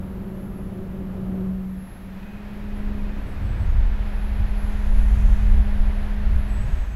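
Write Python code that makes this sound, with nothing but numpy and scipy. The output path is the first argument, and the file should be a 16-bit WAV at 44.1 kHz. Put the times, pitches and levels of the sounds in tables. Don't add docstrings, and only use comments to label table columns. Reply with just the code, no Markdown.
import sys
import numpy as np
from scipy.fft import rfft, irfft, next_fast_len
from scipy.io import wavfile
from scipy.ndimage import uniform_filter1d, map_coordinates

SR = 44100
rng = np.random.default_rng(int(sys.argv[2]) if len(sys.argv) > 2 else 0)


def file_out(sig):
    cols = np.atleast_2d(sig).T
    lim = np.clip(cols, -1, 1)
    pcm = np.round(lim * 32767).astype(np.int16)
    wavfile.write(sys.argv[1], SR, pcm)


N = 306611

# time_s, level_db
FRONT_HUM = [(0, -31.5), (.55, -36.5), (1.05, -32.5), (1.5, -23.5), (1.8, -31), (2.15, -36.5), (2.45, -50),
             (4, -50.5), (6.95, -51.5)]
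# middle_s, length_s, change_db
FRONT_DEAD_SPOTS = [(1.94, 0.15, -14)]
# time_s, level_db
FRONT_OVERTONES = [(0, -43), (1, -43), (1.25, -40), (1.6, -43), (1.8, -60.5), (6.95, -66)]
# cycles_per_turn, relative_db
ROTOR_TONES = [(1, -16), (2, -14.5), (3, -11.5), (4, -16), (5, -26.5), (6, -28)]
# time_s, level_db
BLADE_AIR = [(0, -45.5), (1, -45.5), (1.35, -42.5), (1.7, -51.5), (2.3, -52.5), (2.95, -48.5),
             (3.65, -47.5), (4.1, -53.5), (6.95, -51.5)]
# pitch_hz, relative_db
SWIRL_COLOUR = [(15, 1), (60, -5), (160, 1.5), (230, -4.5), (300, -8), (370, -7.5), (450, -13.5),
                (550, -12.5), (650, -15), (900, -22.5), (1300, -22), (1700, -34.5), (3000, -40),
                (8000, -77)]

def front_fan(turns_hz=26.9, blades=7):
    hum_db = curve(FRONT_HUM) + swells(FRONT_DEAD_SPOTS)
    overtone_db, air_db = curve(FRONT_OVERTONES), curve(BLADE_AIR)
    shaft = turning(turns_hz * (1 + 0.0012 * wobble(1.95)))
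    blade = blades * shaft
    hum = amp(hum_db - 1.4 + 0.67 * wobble(30)) * tone(blade + 0.13 * wobble(35))
    throb_db = 2 * np.cos(2 * np.pi * seconds_since(1.206) / 0.21)
    second = amp(overtone_db - 3 + throb_db + 2.4 * wobble(25)) * tone(2 * blade + 0.6 * wobble(35))
    third = amp(overtone_db - 13.5 + 1.3 * wobble(22)) * tone(3 * blade + 2.7 * wobble(25))
    rotor = amp(air_db + 13.5) * shaft_tones(shaft, ROTOR_TONES)
    swirl = amp(air_db + 8.5) * noise(SWIRL_COLOUR)
    return hum + second + third + rotor + swirl


# time_s, level_db
REAR_HUM = [(0, -42), (.45, -39), (1.2, -42.5), (2.3, -39.5), (2.9, -33), (4.1, -39.5), (5.6, -34.5),
            (6.5, -37.5), (6.95, -43.5)]
# middle_s, length_s, change_db
REAR_DEAD_SPOTS = [(1.75, 0.65, -15), (3.33, 0.29, -10.5), (3.68, 0.35, -10), (6.92, 0.33, -10)]
# cycles_per_turn, relative_db
REAR_TONES = [(9, 0.5), (18, -19), (27, -28), (36, -31.5)]
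# middle_s, length_s, boost_db
COGGING_SWELL = [(3.15, 0.84, 12.5)]

def rear_fan(turns_hz=22.91):
    hum_db = curve(REAR_HUM) + swells(REAR_DEAD_SPOTS)
    shaft = turning(turns_hz * (1 + 0.00046 * wobble(2.01)))
    hum = amp(hum_db + 0.55 * wobble(12)) * shaft_tones(shaft, REAR_TONES)
    cogging = amp(-60 + swells(COGGING_SWELL)) * tone(12 * shaft)
    return hum + cogging


# time_s, level_db
FIN_AIR = [(0, -58.5), (1.6, -59), (2.3, -53.5), (3.6, -49.2), (5.5, -47), (6.7, -48.2), (6.95, -52)]
# pitch_hz, relative_db
FIN_COLOUR = [(100, -7), (300, -3), (550, 1), (950, 1.5), (1120, -2.5), (1700, -0.5), (2300, -5.5),
              (3000, -10), (3700, -13.5), (4500, -17.5), (5500, -23.5), (7500, -29.5), (10000, -38),
              (16000, -43)]
# pitch_hz, relative_db
LEAKING_TONES = [(618.6, -14), (700, -18.5), (824.8, -16), (959, -22.5), (1856, -18)]

def fin_rush():
    overtones = sum(amp(db + 2.1 * wobble(3.5)) * tone(turning(hz * (1 + 0.000712 * wobble(6))))
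                    for hz, db in LEAKING_TONES)
    rush = amp(4.5 + 0.39 * wobble(14)) * noise(FIN_COLOUR)
    return amp(curve(FIN_AIR)) * (rush + overtones)


# time_s, level_db
WIND = [(0, -44), (1.3, -37.5), (1.8, -41.5), (2.5, -38.5), (2.85, -24), (3.35, -29.5), (4.05, -23),
        (4.7, -21.5), (5.3, -17), (6.1, -22), (6.75, -20.5), (6.95, -27)]
# pitch_hz, relative_db
LARGE_EDDY_COLOUR = [(5, -21), (12, 1.5), (30, 4.5), (50, 2.5), (70, -8.5), (100, -20), (150, -35.5),
                     (220, -54), (400, -81), (1500, -140)]
SMALL_EDDY_COLOUR = [(20, -21), (50, 8), (75, 1), (100, -0.5), (130, -10.5), (170, -21), (240, -23),
                     (400, -50.5), (900, -77), (3000, -140)]

def draught():
    steady = amp(curve(WIND) + 0.4 * wobble(19))
    intake = amp(curve(BLADE_AIR) + 5.5) * (1 - past_rim(middle_s=1.8, length_s=0.3))
    quick = np.hypot(intake, amp(-13.5) * steady)
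    return steady * eddies(LARGE_EDDY_COLOUR) + quick * eddies(SMALL_EDDY_COLOUR)


# middle_s, length_s, level_db, pitch_ratio
WIND_GUSTS = [(2.982, 0.14, -30, 1.54), (3.58, 0.346, -22.5, 1.85), (3.806, 0.26, -16, 1.19),
              (4.413, 0.11, -19.5, 1.55), (4.982, 0.21, -15, 0.91), (5.232, 0.23, -14.5, 1.26),
              (5.517, .16, -10.5, 1.18), (5.818, 0.1, -13.5, 1.07), (6.35, 0.19, -15.5, 1.01),
              (6.66, 0.22, -25, 1.9)]

def gust(middle_s, length_s, level_db, pitch_ratio):
    colour = [(hz * pitch_ratio, db) for hz, db in LARGE_EDDY_COLOUR]
    return swells([(middle_s, length_s, amp(level_db))]) * eddies(colour)


# middle_s, length_s, pitch_hz, glide_hz_per_s, level_db, tremble_share
GRILLE_WHISTLES = [(3.3, .11, 8080, -600, -70, 0.0046), (3.49, .12, 8020, -300, -68, .003),
                   (3.62, .1, 8000, 2201, -70, .003), (3.69, .08, 6570, 3998, -71, .008),
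                   (6.571, 0.17, 7930, 901, -58.5, 0.0027), (6.733, .25, 8000, -400, -67, .004),
                   (6.78, 0.4, 6550, -1500, -72, .016), (6.93, .1, 7930, -500, -69, .005)]

def whistle(middle_s, length_s, pitch_hz, glide_hz_per_s, level_db, tremble_share):
    fade_s, sag_hz = 0.049, 109.3
    t = seconds_since(middle_s)
    blow = np.clip((length_s / 2 - np.abs(t)) / fade_s + 0.34, 0, 1)
    hz = pitch_hz + glide_hz_per_s * np.clip(t, -length_s, length_s) + sag_hz * (blow - 1)
    gain = blow * amp(level_db + 2 * wobble(70))
    return gain * tone(turning(hz * (1 + tremble_share * wobble(300))))


# middle_s, length_s, level_db
GRILLE_GRAZES = [(4.76, .36, -67.5), (5.25, 0.51, -61), (6.8, 0.48, -65.5)]
# pitch_hz, relative_db
GRILLE_COLOUR = [(3500, -27), (5600, -5), (6400, 1), (7000, -3), (7900, -4.5), (8600, -12), (9300, -10),
                 (10200, -12), (16000, -29)]

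def grille_hiss():
    gain = swells([(middle_s, length_s, amp(db)) for middle_s, length_s, db in GRILLE_GRAZES])
    return gain * noise(GRILLE_COLOUR)


# time_s, level_db
DRIVE_LEVEL = [(0, -71), (2.2, -74.5), (3.9, -70), (4.5, -63.5), (5.3, -60), (6.05, -61), (6.3, -67.5),
               (6.95, -71)]
# middle_s, length_s, boost_db
DRIVE_LOUD_SPOTS = [(.56, .42, 6), (1.89, 0.32, 13), (2.77, 0.058, 7), (3.3, .1, 5), (4.2, .18, 7),
                    (4.63, .16, 5.5), (5.03, 0.26, 5), (6.4, .17, 6.5)]
# steps_from_centre, front_db, side_db
DRIVE_TONES = [(-4, -21, -11), (-2, -16, -11), (-1, -17, -5.5), (0, 3.5, -2), (1, -8, -5.5), (38, -22, -22)]

def drive_whine(centre_hz=11063, switching_hz=103.1):
    whine_db = curve(DRIVE_LEVEL) + swells(DRIVE_LOUD_SPOTS)
    beside = curve([(0, 0), (4.2, 0), (5.1, 0.7), (5.4, 1), (6.1, 1), (6.35, 0)])
    echo_gain = 0.39 * (1 - 0.6 * beside)
    centre, switching = turning(centre_hz + 4 * wobble(12)), turning(switching_hz)
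    tones = np.zeros(N)
    for steps, front_db, side_db in DRIVE_TONES:
        phase = centre + round(steps) * switching + 0.73 * echo_drift()
        echo = wobble(24) * tone(phase) + wobble(32) * tone(phase + np.pi / 2)
        tones += amp(front_db + beside * (side_db - front_db)) * (tone(phase) + echo_gain * echo)
    return amp(whine_db - 4) * tones


# pitch_hz, level_db
MOTOR_TONES = [(2267, -74), (2475, -70), (2503, -66.5), (2528, -71), (2680, -72)]

def motor_ring():
    tones = sum(amp(db + 2.3 * wobble(14)) * tone(turning(hz * (1 + 0.00304 * wobble(60))))
                for hz, db in MOTOR_TONES)
    return past_rim(middle_s=2.05, length_s=0.36) * tones


# time_s, level_db
SIZZLE_LEVEL = [(0, -67), (2, -68), (2.5, -71), (3.9, -73), (4.4, -68.5), (6, -70), (6.95, -72)]
# pitch_hz, relative_db
SIZZLE_COLOUR = [(10900, 1.5), (11400, 0), (12300, -1.5), (12850, 0.5), (13100, -2.5)]

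def power_supply(mains_hz=50.05):
    ripple = np.abs(np.sin(turning(mains_hz)))
    sweep = tone(turning(10950 + 2130 * ripple + 2.5 * wobble(7)))
    delays = rng.integers(0, SR // 100, size=7)
    strengths = np.array([echo_drift() for _ in delays])
    shares = strengths / np.linalg.norm(strengths, axis=0)
    echoes = sum(share * np.roll(sweep, delay) for share, delay in zip(shares, delays))
    sizzle = filtered(echoes, lambda hz: amp(np.interp(hz, *np.transpose(SIZZLE_COLOUR))))
    return amp(curve(SIZZLE_LEVEL)) * unit(sizzle)


# time_s, echo_spots_per_s
HAND_SPEED = [(0, 2.5), (.9, 2.2), (1.4, 10), (2.8, 10.5), (5, 3), (5.9, 2.5), (6.5, 10)]

def echo_drift():
    travel = np.cumsum(np.clip(curve(HAND_SPEED), 0, 20)) / SR
    return map_coordinates(rng.standard_normal(160), [travel])


def handling_tick(start_s, peak_db, pitch_hz, width_hz, decay_s):
    age = np.maximum(seconds_since(start_s), 0)
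    burst = rng.standard_normal(N) * (age > 0) * amp(-60 * age / decay_s)
    ring = filtered(burst, lambda hz: 1j * hz * width_hz / (pitch_hz**2 - hz**2 + 1j * hz * width_hz))
    return amp(peak_db) * ring / np.abs(ring).max()


# pitch_hz, relative_db
HISS_COLOUR = [(20, -3), (7500, 2.5), (9000, -2), (12500, 5), (14000, -7), (15200, 2), (16000, 1)]

def background_hiss():
    return amp(-67) * noise(HISS_COLOUR)


def amp(db):
    return 10 ** (np.asarray(db) / 20)


def unit(x):
    return x / np.sqrt(np.mean(x ** 2) + 1e-20)


def seconds_since(start_s):
    return np.arange(N) / SR - start_s


def curve(rows):
    return np.interp(seconds_since(0), *np.transpose(rows))


def swells(rows):
    return sum(height * 0.5 ** ((2 * seconds_since(middle_s) / length_s) ** 2)
               for middle_s, length_s, height in rows)


def past_rim(middle_s, length_s):
    return np.clip(seconds_since(middle_s) / length_s + 0.5, 0, 1)


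def wobble(rate):
    return map_coordinates(rng.standard_normal(int(N * rate / SR) + 4), [np.arange(N) * rate / SR])


def turning(hz):
    return 2 * np.pi * (np.cumsum(hz * np.ones(N)) / SR + rng.random())


def tone(phase):
    return np.sqrt(2) * np.sin(phase)


def shaft_tones(shaft, rows):
    return sum(amp(db) * tone(round(cycles) * shaft + 2 * np.pi * rng.random()) for cycles, db in rows)


def filtered(x, response):
    size = next_fast_len(N + SR // 2)
    return irfft(rfft(x, size) * response(np.fft.rfftfreq(size, 1 / SR)), size)[:N]


def noise(colour):
    pitch_hz, db = np.transpose(colour)
    white = rng.standard_normal(N)
    return unit(filtered(white, lambda hz: amp(np.interp(np.log(hz + 1), np.log(pitch_hz), db))))


def eddies(colour):
    push = noise(colour)
    power = uniform_filter1d(uniform_filter1d(push ** 2, size=SR // 12), size=SR // 40)
    return unit(push / np.sqrt(np.abs(power) + 0.03))


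def scene():
    tick = handling_tick(start_s=6.358, peak_db=-49, pitch_hz=8500, width_hz=1200, decay_s=0.019)
    fans = front_fan() + rear_fan() + fin_rush() + motor_ring()
    wind = draught() + sum(gust(*row) for row in WIND_GUSTS)
    grille = sum(whistle(*row) for row in GRILLE_WHISTLES) + grille_hiss()
    electronics = drive_whine() + power_supply()
    return (fans + wind + grille + electronics + tick + background_hiss())[None]


def record(dry):
    return filtered(dry[0], lambda hz: hz < 15740)[None]


dry = scene()
out = record(dry)
file_out(out)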